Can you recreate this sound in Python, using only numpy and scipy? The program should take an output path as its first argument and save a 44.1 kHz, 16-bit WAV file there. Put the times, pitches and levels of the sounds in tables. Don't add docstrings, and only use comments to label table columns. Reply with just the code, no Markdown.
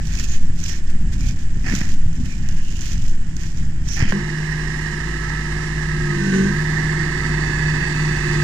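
import sys
import numpy as np
from scipy import signal
from scipy.fft import rfft, irfft
from scipy.io import wavfile
from scipy.ndimage import uniform_filter1d

SR = 44100
rng = np.random.default_rng(int(sys.argv[2]) if len(sys.argv) > 2 else 0)


def file_out(sig):
    cols = np.atleast_2d(sig).T
    lim = np.clip(cols, -1, 1)
    pcm = np.round(lim * 32767).astype(np.int16)
    wavfile.write(sys.argv[1], SR, pcm)


N = 371763
TIME = np.arange(N) / SR
FREQS = np.fft.rfftfreq(N, 1 / SR)
AHEAD_FROM_S = 4.123
TOP_HZ = 15400

# [f/Hz, level/dB]
CHAIN_SPECTRUM = [(350, 2.5), (550, -18), (800, -7), (1200, -14), (1750, -6), (2250, -12.5), (2900, -9.5),
                  (3700, -19), (4800, -18), (6200, -16), (7500, -8), (8500, -18), (11000, -37),
                  (15000, -52)]
STRAW_SPECTRUM = [(1200, -16), (1800, -11), (2500, -2.5), (3500, -8), (5000, -4.5), (5900, 0), (7400, -3.5),
                  (8400, -19.5), (9400, -16), (10200, -23), (14500, -23)]
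PANEL_SPECTRUM = [(350, -4), (550, -24), (750, -9), (1150, -17), (1500, -9.5), (1800, 3), (2150, -4.5),
                  (2500, -6), (3500, -29), (5000, -13.5)]
BLOCK_SPECTRUM = [(600, -21.5), (720, -11.5), (930, -6.5), (1250, -11), (1410, -21.5), (1600, -2.5),
                  (1780, 2.5), (1980, -1), (2180, -8), (2340, -36), (2580, -35), (3000, -31)]
HISS_SPECTRUM = [(2800, 5.5), (3400, -8), (4000, 2), (4600, -7), (5200, -3), (6200, -2.5), (7200, -4),
                 (8500, -9.5), (9500, -12), (10500, -21.5), (12500, -25), (15000, -30.5)]
RUMBLE_SPECTRUM = [(20, 0), (45, -0.5), (80, -7), (130, -11.5), (250, -18.5), (340, -41), (450, -56.5),
                   (700, -48)]
CHASSIS_SPECTRUM = [(30, -22), (70, 1.5), (130, 2), (220, 0), (280, -1), (330, -7.5), (400, -4.5),
                    (480, -12), (600, -31)]

# [t/s, relative straw level/dB, rise/s, fall/s, relative level of later buffeting/dB]
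STROKES = [(.19, -35, 0.14, 0.11, -7), (0.698, -35.5, 0.1, 0.083, -9.5),
           (1.265, -39.5, 0.078, 0.062, -14.5), (1.758, -35, 0.1, 0.1, -7.5),
           (2.33, -42.5, 0.13, 0.063, -12), (2.88, -34.5, 0.083, 0.082, -9.5),
           (3.43, -39, 0.042, 0.065, -16.5), (3.925, -35.5, 0.059, 0.12, -10.5)]
# [t/s, half-length/s, relative level/dB]
TUFTS = [(0.343, 0.037, -39.5), (0.9, .04, -50), (1.138, 0.021, -44), (1.41, 0.044, -49),
         (1.913, 0.058, -42.5), (2.53, 0.051, -46.5), (2.695, 0.087, -46), (3.096, 0.062, -46),
         (3.6, 0.086, -49.5), (4.102, 0.03, -44)]
TRICKLE_DB = -55
SNAPS_PER_S, SNAP_DECAY_S, SNAP_STRENGTH = 110, .006, .8

# [t/s, relative level/dB, hold/s]
RATTLES = [(1.647, -36, 0.18), (2.433, -45, 0.012), (3.963, -33, 0.13)]
RATTLE_ATTACK_S, RATTLE_DECAY_S = 0.0062, 0.052
STROKE_RATTLE_DB, LOOSE_RATTLE_DB = -8.5, -51.5
# [t/s, relative level/dB]
CLANKS = [(0.197, -35), (0.725, -40), (1.125, -43), (1.642, -33), (1.661, -26), (1.722, -25), (1.812, -28),
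          (2.486, -42), (3.975, -32), (4.003, -33)]
CLANK_DECAY_S = 0.014

# [t/s of greatest load, share of full load]
LOADS_BEHIND = [(-0.2, 1), (1.771, 1), (4.078, 1.1)]
FAR_NOTE_HZ, FAR_SAG_HZ, FAR_DB, FAR_LOAD_DB = 165, 13, -36.5, 1.5
FAR_RISE_S, FAR_FALL_S = .55, .35

# [t/s, relative level/dB, f/Hz, 60 dB decay time/s]
THUMPS = [(0.497, -16, 103, 0.05), (1.269, -37, 143, 0.084), (1.57, -10.5, 99, 0.027),
          (1.712, -22.5, 226.3, 0.29), (1.736, -9, 210, 0.047), (1.813, -16, 153, 0.073),
          (2.059, -16.5, 99, 0.1), (2.199, -25.5, 242.6, 0.32), (4.024, -3, 106, 0.041),
          (4.049, -19.5, 207, 0.099)]
# [t/s, starting level/dB]
TICKS = [(0.0697, -27), (0.1364, -24), (0.1535, -22), (0.172, -25), (0.1974, -18), (0.6015, -28.5),
         (0.639, -21), (0.6823, -27), (1.2078, -23.5), (1.751, -12.5), (1.7873, -19), (2.1295, -35),
         (2.4882, -25), (2.7916, -27), (2.8092, -22), (2.876, -29), (3.0945, -32), (3.366, -24),
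         (3.4341, -29), (3.8865, -18.5), (3.935, -22), (3.9659, -25), (3.993, -20)]
# [t/s, length/s, resonance f/Hz, width/Hz, level/dB]
SCRAPES = [(.21, 0.1, 2510, 330, -39), (0.345, 0.05, 2780, 900, -41.5), (0.706, 0.084, 2230, 330, -44),
           (1.264, 0.092, 2350, 330, -39), (2.323, 0.054, 2420, 330, -40), (2.753, 0.39, 2820, 600, -43.5),
           (4.053, 0.11, 2900, 900, -37), (0.326, 0.08, 6500, 1000, -36), (0.696, 0.066, 5550, 1400, -32),
           (2.72, 0.35, 6600, 1000, -48), (3.936, 0.069, 5860, 1300, -29)]

RUMBLE_BEHIND_DB, RUMBLE_AHEAD_DB, RUMBLE_LUMP_DB = -26, -35.5, 2.3
BUFFET_BEHIND_DB, BUFFET_AHEAD_DB = -19.5, -30
BUFFET_AFTER_S, BUFFET_LENGTH_S = 0.24, 0.12
# [t/s, half-
# length/s, level/dB]
GUSTS = [(0.06, 0.32, -35), (0.608, 0.032, -44), (1.064, 0.054, -24), (1.27, 0.091, -24),
         (1.825, 0.11, -29), (2.406, 0.069, -27), (2.955, 0.047, -28), (3.464, 0.019, -36),
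         (3.61, 0.019, -35), (4.045, 0.045, -24.5), (5.98, 0.11, -31), (8.3, 0.048, -31)]

# [t/s of greatest load, share of full load]
LOADS_AHEAD = [(4.04, .93), (6.36, 1), (8.67, 1)]
CRUISE_HZ, SAG_SHARE, LOAD_RISE_S, LOAD_FALL_S = 34.35, .074, .26, .16
# [t/s, engine reference level/dB, relative fan and tyre hiss level/dB, nearness 0-1]
APPROACH = [(4.15, -33, -44, 0), (4.6, -32.5, -42, 0), (6.25, -31.5, -42, 0.33), (6.8, -28, -40.5, 0.6),
            (7.6, -28.5, -41, 0.88), (8.43, -27.5, -37.5, 0.92)]
CYLINDERS = [-0.61, -0.11, 0.071, -0.087, -0.6, -0.37]
# [multiple of crank speed], then [level/dB above the engine reference]
EXHAUST_ORDERS = [3, 3.5, 5, 5.5, 6, 7, 9, 12, 13]
EXHAUST_DB = [-18, -13.5, -10, -17, -16, -21, -18.5, -26, -25]
# [multiple of crank speed], then [level/dB above the clatter]
GEAR_ORDERS = [19.5, 27, 32.5]
GEAR_DB = [-32, -25.5, -26]
# [f/Hz at cruising speed, width/Hz, relative level/dB]
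BLOCK_RINGS = [(1655, 50, -11), (1732, 30, -6.5), (1860, 45, -7.5), (1950, 60, -12), (2090, 70, -15)]
RING_DRIFT, RING_SWELL_DB = .008, 3.5
# [f/Hz, width/Hz, level/dB far, level/dB close]
CASINGS = [(2593, 220, -88, -30.5), (2900, 230, -51, -74), (4570, 520, -49, -37.5), (3520, 300, -56, -43),
           (5040, 240, -49, -52), (5440, 250, -47, -48), (5800, 260, -49.5, -45), (7000, 430, -63, -42),
           (7280, 350, -49, -56), (7800, 450, -55.5, -43.5), (14800, 700, -82, -60)]
CHASSIS_DB = -3
HISS_LOAD_DB, CHASSIS_LOAD_DB, THROB_LOAD_DB = 4, 3, -9

# [multiple of crank speed], then [relative level/dB]
BOOM_ORDERS = [10, 10.5, 11]
BOOM_DB = [-10, -6, -16]
SILENCER_HZ, SILENCER_WIDTH_HZ = 348, 18
BOOM_LOAD_DB, SILENCER_RUSH_DB = 7.5, -15.5

# [t/s, level/dB]
HUM_LEVEL = [(4.16, -24.5), (4.4, -26), (4.7, -29.5), (5.2, -26.5), (5.7, -29), (6.1, -21), (6.4, -21.5),
             (6.65, -23), (7.1, -25.5), (7.6, -22.5), (8.43, -21.5)]
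# [t/s, slip f/Hz]
SLIP = [(6.95, .9), (7.15, 2.85)]
BEAT_ORDER, BEAT_DB, BEAT_CREST_S = 4.5, -9.5, 7.69
# [t/s, level/dB]
THROB_LEVEL = [(4.4, -30), (4.78, -33), (5.07, -28), (6.1, -27), (7.0, -31), (7.55, -25), (7.95, -29),
               (8.43, -25)]

# [t/s, level/dB]
PUMP_LEVEL = [(4.15, -44), (4.5, -52), (4.9, -46), (5.35, -41), (5.8, -44.5), (6.1, -35), (6.25, -54),
              (6.44, -55), (6.53, -36), (6.78, -44), (7.05, -37), (7.25, -39.5), (7.38, -48), (7.6, -41),
              (7.9, -43), (8.35, -37.5)]
# [t/s, relative level/dB]
OVERTONE_LEVEL = [(4.15, -50), (6.5, -46), (7.1, -39), (7.5, -33.5), (8.0, -38), (8.3, -46)]
VANES_PER_TURN, PUMP_ROUGH = 19, .5

# [multiple of crank speed], then [level/dB against the growl]
LOAD_ORDERS = [5.5, 6, 6.5, 7.5, 13.5, 14, 15, 18.5]
LOAD_DB = [-20, 0, -21, -19, -26, -26, -30, -36]
GROWL_DB, GROWL_IDLE_DB, GROWL_POWER, GROWL_LAG_S = -15.6, -44, 2.3, .04
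OCTAVE_DB, OCTAVE_POWER, OCTAVE_ROUGH = -8, 4.6, .35
SQUEAL_FROM_S = 5.4
# [t/s, amplitude level/dB]
TURBO_LEVEL = [(4.15, -68), (4.8, -58.5), (6.8, -57.5), (8.43, -62)]
TURBO_HZ, TURBO_RISE_HZ = 10050, 1350
TURBO_LAG_S, TURBO_UP_S, TURBO_DOWN_S = 0.13, 0.39, 1

# [f/Hz, left minus right level/dB]
SHADE = [(200, 4.5), (460, -4), (600, 1), (850, -17), (1150, -5.5), (1500, -4), (1900, -18.5), (2400, -6.5),
         (3400, -6.5), (4400, -7.5), (5500, -11.5), (7800, -21), (10000, -13), (15000, -5.5)]
# [f/Hz, share of power 0-1]
SCATTER = [(250, .02), (400, .04), (520, .7), (700, .3), (830, .65), (1000, .12), (1700, .1), (1900, .45),
           (2200, .3), (3200, .75), (6000, .9)]
# [f/Hz, lag/rad]
PORT_LAG = [(100, 0), (350, .7), (750, 1.8), (900, 4.8), (1350, 5.3), (1500, 6.5), (1800, 6.7), (2050, 9.4),
            (2650, 9.8), (3500, 13), (5000, 18.8), (8000, 28), (15000, 53)]


def undb(db):
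    return 10 ** (np.asarray(db) / 20)


def unit(x):
    return x / np.sqrt(np.mean(x ** 2))


def curves(table):
    s, *columns = np.transpose(table)
    return [np.interp(TIME, s, c) for c in columns]


def across(points):
    hz, value = np.transpose(points)
    return np.interp(np.log(FREQS + 1e-3), np.log(hz), value)


def colour(x, points):
    low_skirt = 1 + (points[0][0] / (FREQS + 1e-3) / 1.2) ** 8
    high_skirt = 1 + (FREQS / points[-1][0] / 1.2) ** 12
    response = undb(across(points)) / np.sqrt(low_skirt * high_skirt)
    return unit(irfft(rfft(x) * response, N))


def noise():
    return rng.standard_normal(N)


def band(hz, width_hz):
    response = 1 / (1 + (2 * (FREQS - hz) / width_hz) ** 4)
    return unit(irfft(rfft(noise()) * response, N))


def wander(rate_hz):
    k = int(SR / rate_hz)
    steps = np.repeat(rng.standard_normal(N // k + 1), k)
    return 1.298 * uniform_filter1d(uniform_filter1d(steps, k), k)[:N]


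def grains(rate, spread_db):
    struck = rng.random(N) < rate / SR
    size = undb(spread_db * np.clip(noise(), -2, 2))
    return unit(struck * np.sign(noise()) * size)


def turns(hz):
    return np.cumsum(hz) / SR


def tones(angle, orders, levels_db, waver):
    total = np.zeros(N)
    for order, db in zip(orders, levels_db):
        size = undb(db) * np.sqrt(2) * (1 + waver * wander(12))
        phase = 2 * np.pi * (order * angle + rng.random()) + waver * wander(12)
        total += size * np.sin(phase)
    return total


def swell(s, rise_s, fall_s):
    return np.exp(-((TIME - s) / np.where(TIME < s, rise_s, fall_s)) ** 2)


def add(track, s, sound):
    i = int(s * SR)
    track[i:i + len(sound)] += sound[:N - i]


def straw_flow():
    wads = sum(undb(db) * swell(s, rise, fall) for s, db, rise, fall, _ in STROKES)
    tufts = sum(undb(db) * swell(s, length, length) for s, length, db in TUFTS)
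    return wads + tufts


def snaps():
    kicks = np.abs(grains(rate=SNAPS_PER_S, spread_db=3.5))
    decay = np.exp(-1 / (SNAP_DECAY_S * SR))
    clusters = unit(signal.lfilter([1], [1, -decay], kicks))
    return unit(1 + SNAP_STRENGTH * clusters)


def straw(flow):
    crackle = colour(grains(rate=4500, spread_db=14) + 1.2 * noise(), STRAW_SPECTRUM)
    return crackle * snaps() * flow * undb(5.0)


def shaking():
    total = np.zeros(N)
    for s, db, hold in RATTLES:
        attack = np.clip((TIME - s) / RATTLE_ATTACK_S, 0, 1)
        decay = np.exp(-np.maximum(TIME - s - hold, 0) / RATTLE_DECAY_S)
        total += undb(db) * attack * decay
    return total


def clanks():
    return sum(undb(db) * (TIME >= s) * np.exp(-np.abs(TIME - s) / CLANK_DECAY_S) for s, db in CLANKS)


def panels(flow):
    driven = shaking() + undb(STROKE_RATTLE_DB) * flow
    shake = np.hypot(driven, undb(LOOSE_RATTLE_DB + 0.42 * wander(10.5)))
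    chatter = colour(grains(rate=700, spread_db=3.5) + .5 * noise(), PANEL_SPECTRUM)
    return chatter * np.hypot(shake, clanks()) * undb(4.5 + 2.2 * wander(45))


def chains():
    running = colour(grains(rate=1200, spread_db=-0.5) + noise(), CHAIN_SPECTRUM)
    return running * undb(-44.0 + 0.24 * wander(3.46))


def far_tractor():
    load = sum(share * swell(s, FAR_RISE_S, FAR_FALL_S) for s, share in LOADS_BEHIND)
    crank = turns((FAR_NOTE_HZ - FAR_SAG_HZ * load) / 5)
    note = tones(crank, [5, 6, 10], [0, -12, -18], waver=0.25)
    return note * unit(1 + .45 * wander(35)) * undb(FAR_DB + FAR_LOAD_DB * load)


def blows():
    thuds, ticks, t = np.zeros(N), np.zeros(N), TIME[:SR // 3]
    for s, db, hz, t60 in THUMPS:
        envelope = undb(db + 4 - 60 * t / t60) * (1 - np.exp(-t / 0.001))
        add(thuds, s, envelope * np.sin(2 * np.pi * hz * t))
    for s, db in TICKS:
        add(ticks, s, undb(db - 60 * t / 0.02))
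    tick_spectrum = [(1500, -0.5), (3000, -11.0), (6500, 11.0), (9000, -18.5), (15000, -16.5)]
    return thuds + ticks * colour(noise(), tick_spectrum)


def baler():
    flow = np.hypot(straw_flow(), undb(TRICKLE_DB + 3 * wander(16)))
    return straw(flow) + panels(flow) + chains() + far_tractor() + blows()


def chute():
    total = np.zeros(N)
    for s, length, hz, width, db in SCRAPES:
        total += band(hz, width) * undb(db) * np.exp(-2 * ((TIME - s) / length) ** 2)
    return total * undb(2 * wander(70))


def wind():
    behind = TIME < AHEAD_FROM_S
    buffet = undb(np.where(behind, BUFFET_BEHIND_DB, BUFFET_AHEAD_DB))
    for s, _, _, _, db in STROKES:
        buffet = buffet + behind * undb(db) * swell(s + BUFFET_AFTER_S, BUFFET_LENGTH_S, BUFFET_LENGTH_S)
    buffet = uniform_filter1d(buffet, SR // 20)
    rumble_db = np.where(behind, RUMBLE_BEHIND_DB, RUMBLE_AHEAD_DB) + RUMBLE_LUMP_DB * wander(14)
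    gusts = sum(undb(db) * swell(s, length, length) for s, length, db in GUSTS)
    eddies = unit(np.sin(2 * np.pi * turns(10 + 1.926 * wander(10))))
    shared, own = colour(noise(), RUMBLE_SPECTRUM), colour(noise(), RUMBLE_SPECTRUM)
    rumble = shared + undb(-15.0) * own * np.array([[1], [-1]])
    return eddies * buffet * undb(-3.0) + rumble * (undb(rumble_db) + gusts)


def click():
    out, t = np.zeros(N), TIME[:SR // 20]
    rings = [(1050, -13, .008), (1720, -6.5, .009), (3000, -20, .003)]  # [f/Hz, level/dB, t60/s]
    for hz, db, t60 in rings:
        add(out, AHEAD_FROM_S, undb(db - 60 * t / t60) * np.sin(2 * np.pi * hz * t))
    return out


def engine_state():
    load = sum(share * swell(s, LOAD_RISE_S, LOAD_FALL_S) for s, share in LOADS_AHEAD)
    return load, CRUISE_HZ * (1 - SAG_SHARE * load)


def block_rings(crank_hz):
    out = np.zeros(N)
    for hz, width_hz, db in BLOCK_RINGS:
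        ring_hz = hz * crank_hz / CRUISE_HZ * (1 + RING_DRIFT * wander(4))
        angle = 2 * np.pi * turns(ring_hz)
        ring = wander(2 * width_hz) * np.sin(angle) + wander(2 * width_hz) * np.cos(angle)
        out += undb(db) * unit(ring * undb(RING_SWELL_DB * wander(5)))
    return out


def firing_bursts(crank):
    firing = 3 * crank
    count = firing.astype(int)
    strength = undb(np.array(CYLINDERS)[count % len(CYLINDERS)] + 1.0 * noise()[count])
    return unit(strength * (3.4 + np.exp(-(firing % 1) / 0.31)))


def combustion_clatter(crank, bursts, repeat_share=0.34):
    cycle = colour(noise(), [(1700, 0), (4000, 0)])[:SR // 17]
    repeating = np.interp(crank / 2 % 1 * len(cycle), np.arange(len(cycle)), cycle)
    valves = colour(bursts * repeating, BLOCK_SPECTRUM)
    combustion = colour(bursts * (noise() + 0.12 * grains(rate=2400, spread_db=0.0)), BLOCK_SPECTRUM)
    return np.sqrt(repeat_share) * valves + np.sqrt(1 - repeat_share) * combustion


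def diesel(load, crank_hz):
    reference_db, hiss_db, near = curves(APPROACH)
    crank = turns(crank_hz)
    bursts = firing_bursts(crank)
    clatter = combustion_clatter(crank, bursts) * undb(reference_db + 5.0)
    rings = block_rings(crank_hz) * bursts * undb(reference_db + 2.5)
    gears = tones(crank, GEAR_ORDERS, GEAR_DB, waver=0.35) * undb(reference_db + 5)
    exhaust = tones(crank, EXHAUST_ORDERS, EXHAUST_DB, waver=0.25) * undb(reference_db)
    chassis_db = reference_db + CHASSIS_DB + CHASSIS_LOAD_DB * load
    chassis = colour(bursts * noise(), CHASSIS_SPECTRUM) * undb(chassis_db)
    air = (0.57 + bursts) * noise() + 0.16 * grains(rate=320, spread_db=5)
    hiss = colour(air, HISS_SPECTRUM) * undb(hiss_db + 6.5 + HISS_LOAD_DB * load ** 2)
    casings = np.zeros(N)
    for hz, width, far_db, close_db in CASINGS:
        casings += band(hz, width) * undb(far_db + (close_db - far_db) * near)
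    return clatter + rings + gears + exhaust + chassis + hiss + casings * bursts


def resonance(hz, centre_hz, width_hz):
    return 1 / np.hypot(1, 2 * (hz - centre_hz) / width_hz)


def silencer(load, crank_hz):
    reference_db, _, _ = curves(APPROACH)
    boom = np.zeros(N)
    for order, db in zip(BOOM_ORDERS, BOOM_DB):
        tone = tones(turns(crank_hz), [order], [db], waver=.15)
        boom += resonance(order * crank_hz, SILENCER_HZ, SILENCER_WIDTH_HZ) * tone
    rush = undb(SILENCER_RUSH_DB) * band(SILENCER_HZ, 2 * SILENCER_WIDTH_HZ)
    return undb(reference_db + BOOM_LOAD_DB * np.sqrt(load)) * (boom + rush)


def fan(load, crank_hz):
    (hum_db,), (throb_db,), (slip_hz,) = curves(HUM_LEVEL), curves(THROB_LEVEL), curves(SLIP)
    exhaust, slip = BEAT_ORDER * turns(crank_hz), turns(slip_hz)
    blades = exhaust - slip + np.interp(BEAT_CREST_S, TIME, slip)
    hum = np.sqrt(2) * (np.sin(2 * np.pi * blades) + undb(BEAT_DB) * np.sin(2 * np.pi * exhaust))
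    throb = tones(blades / 3, [1], [0], waver=.1)
    return hum * undb(hum_db) + throb * undb(throb_db + THROB_LOAD_DB * load)


def pump(crank_hz):
    (whine_db,), (overtone_db,) = curves(PUMP_LEVEL), curves(OVERTONE_LEVEL)
    vanes = turns(VANES_PER_TURN * crank_hz * (1 + .0016 * wander(70)))
    low = tones(vanes, [2], [0], waver=.22) * unit(1 + PUMP_ROUGH * wander(110))
    high = tones(vanes, [3, 4], [3, -12], waver=.25)
    return low * undb(whine_db) + high * undb(overtone_db)


def growl(load, crank_hz):
    crank = turns(crank_hz)
    orders = tones(crank, LOAD_ORDERS, LOAD_DB, waver=.14)
    roar = undb(-16) * band(215, 130) + undb(-26) * band(420, 170)
    squeal = (band(6120, 300) + 0.75 * band(6900, 350)) * undb(-22.5 + 4.6 * wander(60))
    squeal = squeal * (TIME > SQUEAL_FROM_S)
    strain = np.interp(TIME - GROWL_LAG_S, TIME, load)
    octave = tones(crank, [12], [GROWL_DB + OCTAVE_DB], waver=.15)
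    octave = octave * unit(1 + OCTAVE_ROUGH * wander(60)) * strain ** OCTAVE_POWER
    strength = undb(GROWL_IDLE_DB) + undb(GROWL_DB) * strain ** GROWL_POWER
    return (orders + roar + squeal) * strength + octave


def turbo():
    boost = sum(swell(s + TURBO_LAG_S, TURBO_UP_S, TURBO_DOWN_S) for s, _ in LOADS_AHEAD)
    whistle = np.sin(2 * np.pi * turns(TURBO_HZ + TURBO_RISE_HZ * boost))
    turbulence = unit(wander(900) * undb(2.8 * wander(40)))
    return whistle * turbulence * undb(curves(TURBO_LEVEL)[0])


def tractor():
    load, crank_hz = engine_state()
    engine = diesel(load, crank_hz) + silencer(load, crank_hz) + growl(load, crank_hz)
    return engine + fan(load, crank_hz) + pump(crank_hz) + turbo()


def machines():
    return np.where(TIME < AHEAD_FROM_S, baler() + chute(), tractor()) + click()


def ports(direct, scattered):
    treble = np.clip((FREQS - 220) / 150, 0, 1)
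    share = treble * np.clip(across(SCATTER), 0, 1)
    late = np.exp(-1j * across(PORT_LAG))
    mixed = np.sqrt(1 - share) * rfft(direct) + np.sqrt(share) * rfft(scattered)
    left = undb(treble * across(SHADE)) * late * mixed
    return np.array([irfft(left, N), direct])


def scene():
    return ports(machines(), machines()) + wind()


def record(dry):
    return signal.sosfilt(signal.ellip(10, .2, 80, TOP_HZ, fs=SR, output="sos"), dry)


dry = scene()
out = record(dry)
file_out(out)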